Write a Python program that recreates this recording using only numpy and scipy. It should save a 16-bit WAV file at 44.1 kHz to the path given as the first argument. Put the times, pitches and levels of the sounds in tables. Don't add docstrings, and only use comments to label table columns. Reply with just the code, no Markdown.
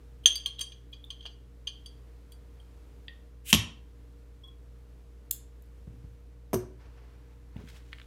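import sys
import numpy as np
from scipy import signal
from scipy.fft import rfft, irfft, next_fast_len
from scipy.io import wavfile
from scipy.ndimage import map_coordinates

SR = 44100
rng = np.random.default_rng(int(sys.argv[2]) if len(sys.argv) > 2 else 0)


def generate_wav(sig):
    pcm = np.round(np.clip(np.atleast_2d(sig).T, -1, 1) * 32767).astype(np.int16)
    wavfile.write(sys.argv[1], SR, pcm)


def gain_from_decibels(decibels):
    exponent = np.asarray(decibels, float) / 20
    return 10 ** exponent


N = 355645
LIFE = np.arange(SR // 4) / SR

# (frequency [Hz], rms level [dB], unsteadiness [dB])
HUM = [(58.7, -47, -1), (121, -60.5, 3.5), (179.5, -72, 4.5), (238.9, -84.5, 3.5), (290, -69, 6),
       (405, -75, 5.5), (470.5, -66.5, -0.5), (610, -85, 5.5)]
# (frequency [Hz], density [dB per Hz])
AIR_SPECTRUM = [(12, -34), (20, -6), (44, -8.5), (71, -9), (102, -11.5), (212, -20.5), (289, -18),
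                (361, -24), (465, -22.5), (535, -26), (772, -32), (966, -32), (4930, -43.5), (15200, -50.5),
                (16500, -69)]
# (frequency [Hz], T60 [s])
ROOM_DECAY = [(150, 0.49), (1000, 0.44), (4000, 0.34), (9000, .27), (15000, 0.12)]
# (delay [s], level [dB])
ECHOES = [(.0045, -15), (.009, -21), (.014, -20), (.0205, -25), (.028, -26)]

# (time [s], peak level [dB], push length [s])
THUMPS = [(3.53, -11.5, 0.0034), (3.535, -14.5, 0.0033), (3.548, -12.5, 0.0031), (3.558, -15.5, 0.0062),
          (4.364, -49.5, 0.012), (5.809, -40.5, 0.0068), (5.874, -29, 0.0055), (5.938, -44.5, 0.0029),
          (6.042, -29.5, 0.007), (6.112, -50, .009), (6.208, -49, .01), (6.5319, -19.5, 0.00082),
          (6.5412, -12, 0.0016), (6.555, -27, 0.00096), (6.857, -34, 0.014), (7.5605, -27, 0.0044),
          (7.589, -34.5, 0.004), (7.609, -40, 0.005), (7.638, -33.5, 0.0036), (7.735, -37, 0.0069)]
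# (frequency [Hz], level [dB], T60 [s])
TABLE_MODES = [(45, -17.5, .1), (87, -9, .15), (113.3, -7, 0.36), (151.5, -2.5, .1), (174.7, -9, 0.055),
               (217, -9.5, 0.06), (237.5, -7, .1), (366, -16.5, 0.23), (462, -19, .07),
               (598.6, -24.5, 0.055), (647, -28.5, .05), (945, -26.5, 0.046)]
# (time [s], peak level [dB])
THUDS = [
    (3.531, -31),
    (6.533, -39),
    (6.543, -32),
    (7.56, -49.5),
    (7.6, -47.5),
]
# (frequency [Hz], density [dB per Hz])
THUD_SPECTRUM = [(60, -32), (120, -7.5), (220, -4.5), (370, -1.5), (480, -2), (700, -14.5), (1200, -36.5)]
# (time [s], peak level [dB])
CREAKS = [(7.5662, -42.5), (7.579, -48), (7.675, -41), (7.6854, -39.5), (7.706, -53), (7.762, -44),
          (7.922, -44), (7.9295, -28.5), (7.9335, -34), (7.984, -35.5), (7.9985, -34), (8.0155, -37)]
# (frequency [Hz], density [dB per Hz])
CREAK_SPECTRUM = [(500, -37), (1200, -7.5), (2000, -0.5), (3000, -3), (4200, -8.5), (5500, -31),
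                  (9000, -29), (14000, -41.5)]

# (time at full speed [s], level [dB], held [s])
SOFA_RUBS = [
    (7.69, -59, .004),
    (7.755, -59, .01),
    (7.87, -71, .19),
]
# (time at full speed [s], level [dB], held [s])
SLEEVE_RUBS = [
    (6.83, -61.5, 0.00984),
    (6.97, -67.5, .004),
    (7.05, -72, 0.27),
    (7.58, -59.5, 0.0037),
    (7.75, -66.5, .004),
]
# (frequency [Hz], density [dB per Hz])
SOFA_SPECTRUM = [(700, -13), (1500, 6.5), (3500, 4.5), (5000, 1), (7000, -1.5), (12000, -9), (16000, -12),
                 (17000, -59)]
# (frequency [Hz], density [dB per Hz])
SLEEVE_SPECTRUM = [(200, -25), (400, 2.5), (1000, 1.5), (2500, -4), (3500, -10.5), (6000, -14),
                   (12000, -43.5)]

# (time of fullest flow [s], level [dB], held [s])
LEAK = [
    (3.504, -33, .004),
]
# (frequency [Hz], density [dB per Hz])
GAS_SPECTRUM = [(590, -57.5), (1000, -27.5), (2810, 3), (3550, -3.5), (4180, -9), (4490, -11), (7260, -3.5),
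                (9400, -2), (15000, -7), (15900, -11), (16500, -30.5)]

# (time [s], peak level [dB])
POPS = [
    (3.5284, -1),
    (3.5386, -8.5),
    (3.5467, -11),
]
# (time [s], peak level [dB])
CAP_SNAPS = [(.921, -56.5), (.935, -63), (1.034, -62), (1.042, -59), (1.0482, -52), (2.32, -46),
             (4.4294, -67), (4.477, -61), (5.2594, -63.5), (5.3093, -22), (5.3112, -10), (5.3133, -25),
             (5.6229, -48), (5.6594, -63), (5.7894, -65.5)]
# (time [s], peak level [dB])
DROPS = [
    (6.5315, -31.5),
    (6.535, -28),
    (6.542, -24),
    (6.5484, -32.5),
]
# (time [s], peak level [dB])
KNOCKS = [
    (.2583, -31),
    (.46, -46),
    (.6, -49),
    (1.2534, -42),
    (1.2604, -40.5),
    (6.5315, -25.5),
    (6.542, -29),
    (7.56, -49),
]
# (frequency [Hz], density [dB per Hz])
POP_SPECTRUM = [(500, -27), (750, -10.5), (1900, -21.5), (2700, -5), (3300, -3.5), (4100, -10),
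                (6000, -11.5), (8000, -16.5), (9500, -18.5), (10500, -17), (11500, -21), (15400, -25.5),
                (16500, -44.5)]
CAP_SPECTRUM = [(900, -62), (1450, -19), (2000, -30), (3000, -13.5), (4000, -7.5), (5000, -15.5),
                (5800, -20), (6700, -3.5), (7600, -4), (8600, -12.5), (10400, -0.5), (15000, -2),
                (16500, -21.5)]
DROP_SPECTRUM = [(1470, -47), (2500, -15.5), (3950, -21), (5420, -12), (6350, -4), (7150, -19), (8370, -11),
                 (10300, -15.5), (11700, -6), (15500, -19.5), (16500, -33.5)]
KNOCK_SPECTRUM = [(300, -30), (600, 0), (950, -1), (1400, -4.5), (2200, -10.5), (3500, -34), (8000, -60.5)]

# (time [s], peak level [dB])
LEVER_TAPS = [
    (3.0817, -31),
]
# (frequency [Hz], level [dB], T60 [s])
LEVER_MODES = [(1854, -15, 0.16), (1910, -15, .1), (2720, -8, 0.0118), (3350, -0.5, 0.01),
               (3560, -5.5, 0.012), (3860, -14, 0.0103), (4653, -18, .035)]
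# (time [s], peak level [dB])
JAW_TAPS = [
    (1.0412, -44.5),
]
# (frequency [Hz], level [dB], T60 [s])
JAW_MODES = [(3510, 3.5, 0.019), (3500, -3, 0.017)]
# (time [s], peak level [dB])
CROWN_TAPS = [
    (3.5285, -7),
    (3.538, -16),
    (3.546, -10.5),
]
# (frequency [Hz], level [dB], T60 [s])
CROWN_MODES = [(1103, -26.5, 0.25), (2780, -12.5, 0.008), (2753, -10.5, 0.022), (3020, -9, .012),
               (3180, -8.5, 0.03), (3250, -11, 0.021), (4730, -18, .025), (11330, -16.5, 0.023)]
# (time [s], peak level [dB])
LOOSE_TAPS = [
    (4.434, -48),
    (4.475, -52.5),
]
# (frequency [Hz], level [dB], T60 [s])
LOOSE_MODES = [(1062, -18, 0.21), (3360, 0, 0.075), (3270, -2, .06), (5470, -18, .02), (8450, -20, .02)]
# (time [s], peak level [dB])
UNCORK = [
    (3.529, -21),
]
# (frequency [Hz], level [dB], T60 [s])
HOLLOW_MODES = [(218, 0, 0.14), (172, -2.5, 0.16), (710, -19, 0.071), (881.6, -17.5, .06)]

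# (frequency [Hz], level [dB], T60 [s])
NECK = [(1666, -35.5, 0.17), (1812, -32, 0.084), (2450, -27, 0.057), (2923, -6.5, 0.017),
        (3118, -8.5, 0.034), (3198, -1, .035), (3263, -7, 0.041), (3333, -5.5, .025), (3854, -16, 0.011),
        (4215, -25.5, .13)]
SHOULDER = [(1112, -23, .15), (4650, -0.5, 0.076), (4750, -7.5, 0.06)]
LIP = [(5260, -17, 0.27), (5890, -16, 0.36), (5930, -22, .1), (6300, 8, 0.075)]
HIGH = [(7590, -17, 0.13), (8370, -14, 0.027), (8790, -6.5, 0.073), (9250, -11, 0.027), (9520, -10, 0.079),
        (11200, -15.5, 0.021), (12510, -17, 0.042), (13800, -11, .02), (15000, -16, .02)]
# (time [s], neck level [dB], shoulder level [dB], lip level [dB], high-mode level [dB])
KNICKS = [
    (0.258, -8, -30.5, -24.5, -23.5),
    (.3558, -38, -30, -47, -35),
    (0.4594, -24, -39.5, -47, -38),
    (1.24, -53.5, -77.5, -68, -76),
]
TOUCHES = [(.298, -47, -51, -55, -62), (.325, -47, -67, -65, -48), (.585, -37, -70, -69, -65),
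           (.5913, -31, -52, -49, -44), (0.7194, -39.5, -57.5, -70, -63), (.934, -59, -54, -67.5, -74.5),
           (1.103, -32.5, -47.5, -57, -54), (1.2067, -45, -76, -84, -75), (1.2534, -37, -57, -64, -61),
           (1.2601, -31.5, -46.5, -63, -62), (1.311, -57, -76, -83, -78),
           (1.6709, -26.5, -37.5, -42.5, -50.5), (1.859, -45.5, -48, -53.5, -53),
           (2.3199, -53, -58, -80, -54), (2.5989, -61, -75, -90, -71)]
SLIDES = [
    (.234, -54, -102, -76, -66),
    (0.6064, -30.5, -33.5, -36.5, -35),
    (.926, -40, -73, -71, -68.5),
    (1.222, -50, -65, -77, -80),
]
# (frequency [Hz], density [dB per Hz])
GRIT_SPECTRUM = [(700, -30), (1500, -11), (2500, -1), (5000, 0.5), (9000, -2), (11000, -5.5), (14500, -7.5),
                 (15800, -14), (16500, -46.5)]
# (frequency [Hz], density [dB per Hz])
CLATTER_SPECTRUM = [(900, -30), (1700, -20), (2500, -8), (3200, 7), (4000, -3.5), (5500, -10.5),
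                    (7000, -19), (10000, -35)]


def unit(x):
    return x / np.sqrt(np.mean(x ** 2) + 1e-20)


def along(points, hz):
    f, v = np.transpose(points)
    return np.interp(np.log(hz + 1), np.log(f + 1), v)


def coloured(spectrum, size):
    fast = next_fast_len(size)
    gain = gain_from_decibels(along(spectrum, np.fft.rfftfreq(fast, 1 / SR)))
    noise = rfft(rng.standard_normal(fast))
    return unit(irfft(noise * gain, fast)[:size])


def wobble(rate):
    knots = rng.standard_normal(int(N * rate / SR) + 4)
    return map_coordinates(knots, [np.arange(N) * rate / SR])


def add(track, s, sound):
    part = track[round(s * SR):][:len(sound)]
    part += sound[:len(part)]


def ring(modes, scatter_db, rise=0):
    hz, db, t60 = np.transpose(modes)[:, :, None]
    chance = rng.standard_normal((len(modes), 3, 1))
    swell = np.clip(LIFE / (rise + 2.0 / hz), 0, 1)
    decay_db = 60 * np.maximum(LIFE - rise, 0) / t60
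    envelope = swell * gain_from_decibels(db + scatter_db * chance[:, 0] - decay_db)
    pitch = hz * (1 + 0.0034 * chance[:, 1])
    phase = chance[:, 2] * np.clip(rise * 500 - 1, 0, 2)
    return np.sum(envelope * np.sin(2 * np.pi * pitch * LIFE + phase), axis=0)


def strokes(rows, swell_db, die_db):
    t = np.arange(N) / SR
    gain = np.zeros(N)
    for s, db, held in rows:
        before, after = np.maximum(s - t, 0), np.maximum(t - s - held, 0)
        gain += gain_from_decibels(db - swell_db * before - die_db * after)
    return gain


def snaps(events, spectrum, t60):
    out = np.zeros(N)
    onset = 1 - np.exp(-LIFE / .0003)
    for s, db in events:
        envelope = onset * gain_from_decibels(db - 4.5 - 60 * LIFE / t60)
        add(out, s, envelope * coloured(spectrum, len(LIFE)))
    return out


def background():
    t = np.arange(N) / SR
    hum = np.zeros(N)
    for hz, db, wander_db in HUM:
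        level_db = db + 0.5 + 0.62 * wander_db * np.tanh(wobble(6.5))
        phase = 0.18 * wander_db * wobble(0.9)
        hum += gain_from_decibels(level_db) * np.sin(2 * np.pi * hz * t + phase)
    hiss = gain_from_decibels(-58.5 + 1.1 * wobble(2.5)) * coloured(AIR_SPECTRUM, N)
    return hum + hiss


def room(x, wet_db):
    out = x.copy()
    for s, db in ECHOES:
        add(out, s, gain_from_decibels(db) * x)
    for start in range(0, N, len(LIFE)):
        hz, t, z = signal.stft(rng.standard_normal(SR // 2), SR, nperseg=256)
        decay = gain_from_decibels(-60 * t / along(ROOM_DECAY, hz)[:, None])
        tail = signal.istft(z * decay, SR, nperseg=256)[1]
        wet = signal.fftconvolve(x[start:start + len(LIFE)], tail / np.linalg.norm(tail))
        add(out, start / SR + .012, gain_from_decibels(wet_db) * wet)
    return out


def furniture():
    even_push_s, harder_db, hardest_db = .0037, 9.5, 10
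    out = np.zeros(N)
    for s, db, length in THUMPS:
        tilt_db = min(harder_db * np.log2(even_push_s / length), hardest_db)
        modes = [(hz, g + tilt_db * np.log2(hz / 170), t60) for hz, g, t60 in TABLE_MODES]
        push = np.sin(np.pi * np.clip(LIFE[:900] / max(length, 3e-4), 0, 1))
        response = signal.fftconvolve(ring(modes, scatter_db=4.0), push / push.sum())
        add(out, s, gain_from_decibels(db - 4.5) * response)
        add(out, s, -gain_from_decibels(db + 0.5) * push)
    deep_bass_cut = signal.butter(2, 75, "high", fs=SR, output="sos")
    return signal.sosfilt(deep_bass_cut, out)


def cloth():
    swell_db = 294.5
    sofa_grains = gain_from_decibels(2.1 * wobble(200) + 0.55 * wobble(40)) * coloured(SOFA_SPECTRUM, N)
    sleeve_grains = gain_from_decibels(3.2 * wobble(51)) * coloured(SLEEVE_SPECTRUM, N)
    sofa = strokes(SOFA_RUBS, swell_db, die_db=400.5) * unit(sofa_grains)
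    sleeve = strokes(SLEEVE_RUBS, swell_db, die_db=133.5) * unit(sleeve_grains)
    return sofa + sleeve


def gas():
    opens_s = 3.44
    opening = np.clip((np.arange(N) / SR - opens_s) / .02, 0, 1)
    flow = opening * strokes(LEAK, swell_db=429.5, die_db=802)
    return flow * unit(gain_from_decibels(0.75 * wobble(230)) * coloured(GAS_SPECTRUM, N))


def metal_and_air():
    tap_s, slide_s = .0007, 0.0089
    out = np.zeros(N)
    for taps, modes, rise in ((LEVER_TAPS, LEVER_MODES, tap_s), (JAW_TAPS, JAW_MODES, tap_s),
                              (CROWN_TAPS, CROWN_MODES, tap_s), (LOOSE_TAPS, LOOSE_MODES, slide_s),
                              (UNCORK, HOLLOW_MODES, tap_s)):
        for s, db in taps:
            add(out, s, gain_from_decibels(db) * ring(modes, scatter_db=1.7, rise=rise))
    return out


def bottle():
    out = np.zeros(N)
    grip = gain_from_decibels(-8 / (1 + np.exp(-(LIFE - .032) / .002)))
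    for contacts, length in ((KNICKS, .0009), (TOUCHES, 0.0029), (SLIDES, 0.0078)):
        swell = np.clip(LIFE / length, 0, 1)
        after = np.maximum(LIFE - length, 0)
        for s, *levels_db in contacts:
            glass = np.zeros(len(LIFE))
            for modes, db in zip((NECK, SHOULDER, LIP, HIGH), levels_db):
                glass += gain_from_decibels(db) * ring(modes, scatter_db=4.2, rise=length)
            grit = gain_from_decibels(levels_db[-1] - 4.5 - 60 * after / 0.022) * coloured(GRIT_SPECTRUM, len(LIFE))
            clatter = gain_from_decibels(levels_db[0] - 15.5 - 60 * after / 0.065) * coloured(CLATTER_SPECTRUM, len(LIFE))
            add(out, s, grip * glass + swell * (grit + clatter))
    return out


def scene():
    dry_snaps = (snaps(POPS, POP_SPECTRUM, t60=0.02) + snaps(CAP_SNAPS, CAP_SPECTRUM, t60=.012)
                 + snaps(DROPS, DROP_SPECTRUM, t60=.028) + snaps(KNOCKS, KNOCK_SPECTRUM, t60=0.027))
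    soft = furniture() + snaps(THUDS, THUD_SPECTRUM, t60=.14) + snaps(CREAKS, CREAK_SPECTRUM, t60=0.012)
    ringing = room(bottle() + metal_and_air(), wet_db=-12.0)
    noisy = room(dry_snaps + gas() + cloth(), wet_db=-10.5)
    return (ringing + noisy + room(soft, wet_db=-15) + background())[None]


def roll_off(x):
    return signal.sosfilt(signal.butter(12, 16670, fs=SR, output="sos"), x)


def record(dry):
    bass_cut = signal.butter(4, 45, "high", fs=SR, output="sos")
    x = signal.sosfilt(bass_cut, dry)
    rounded = x / (1 + np.abs(x / 1.15) ** 4) ** .25
    return roll_off(rounded)


dry = scene()
out = record(dry)
generate_wav(out)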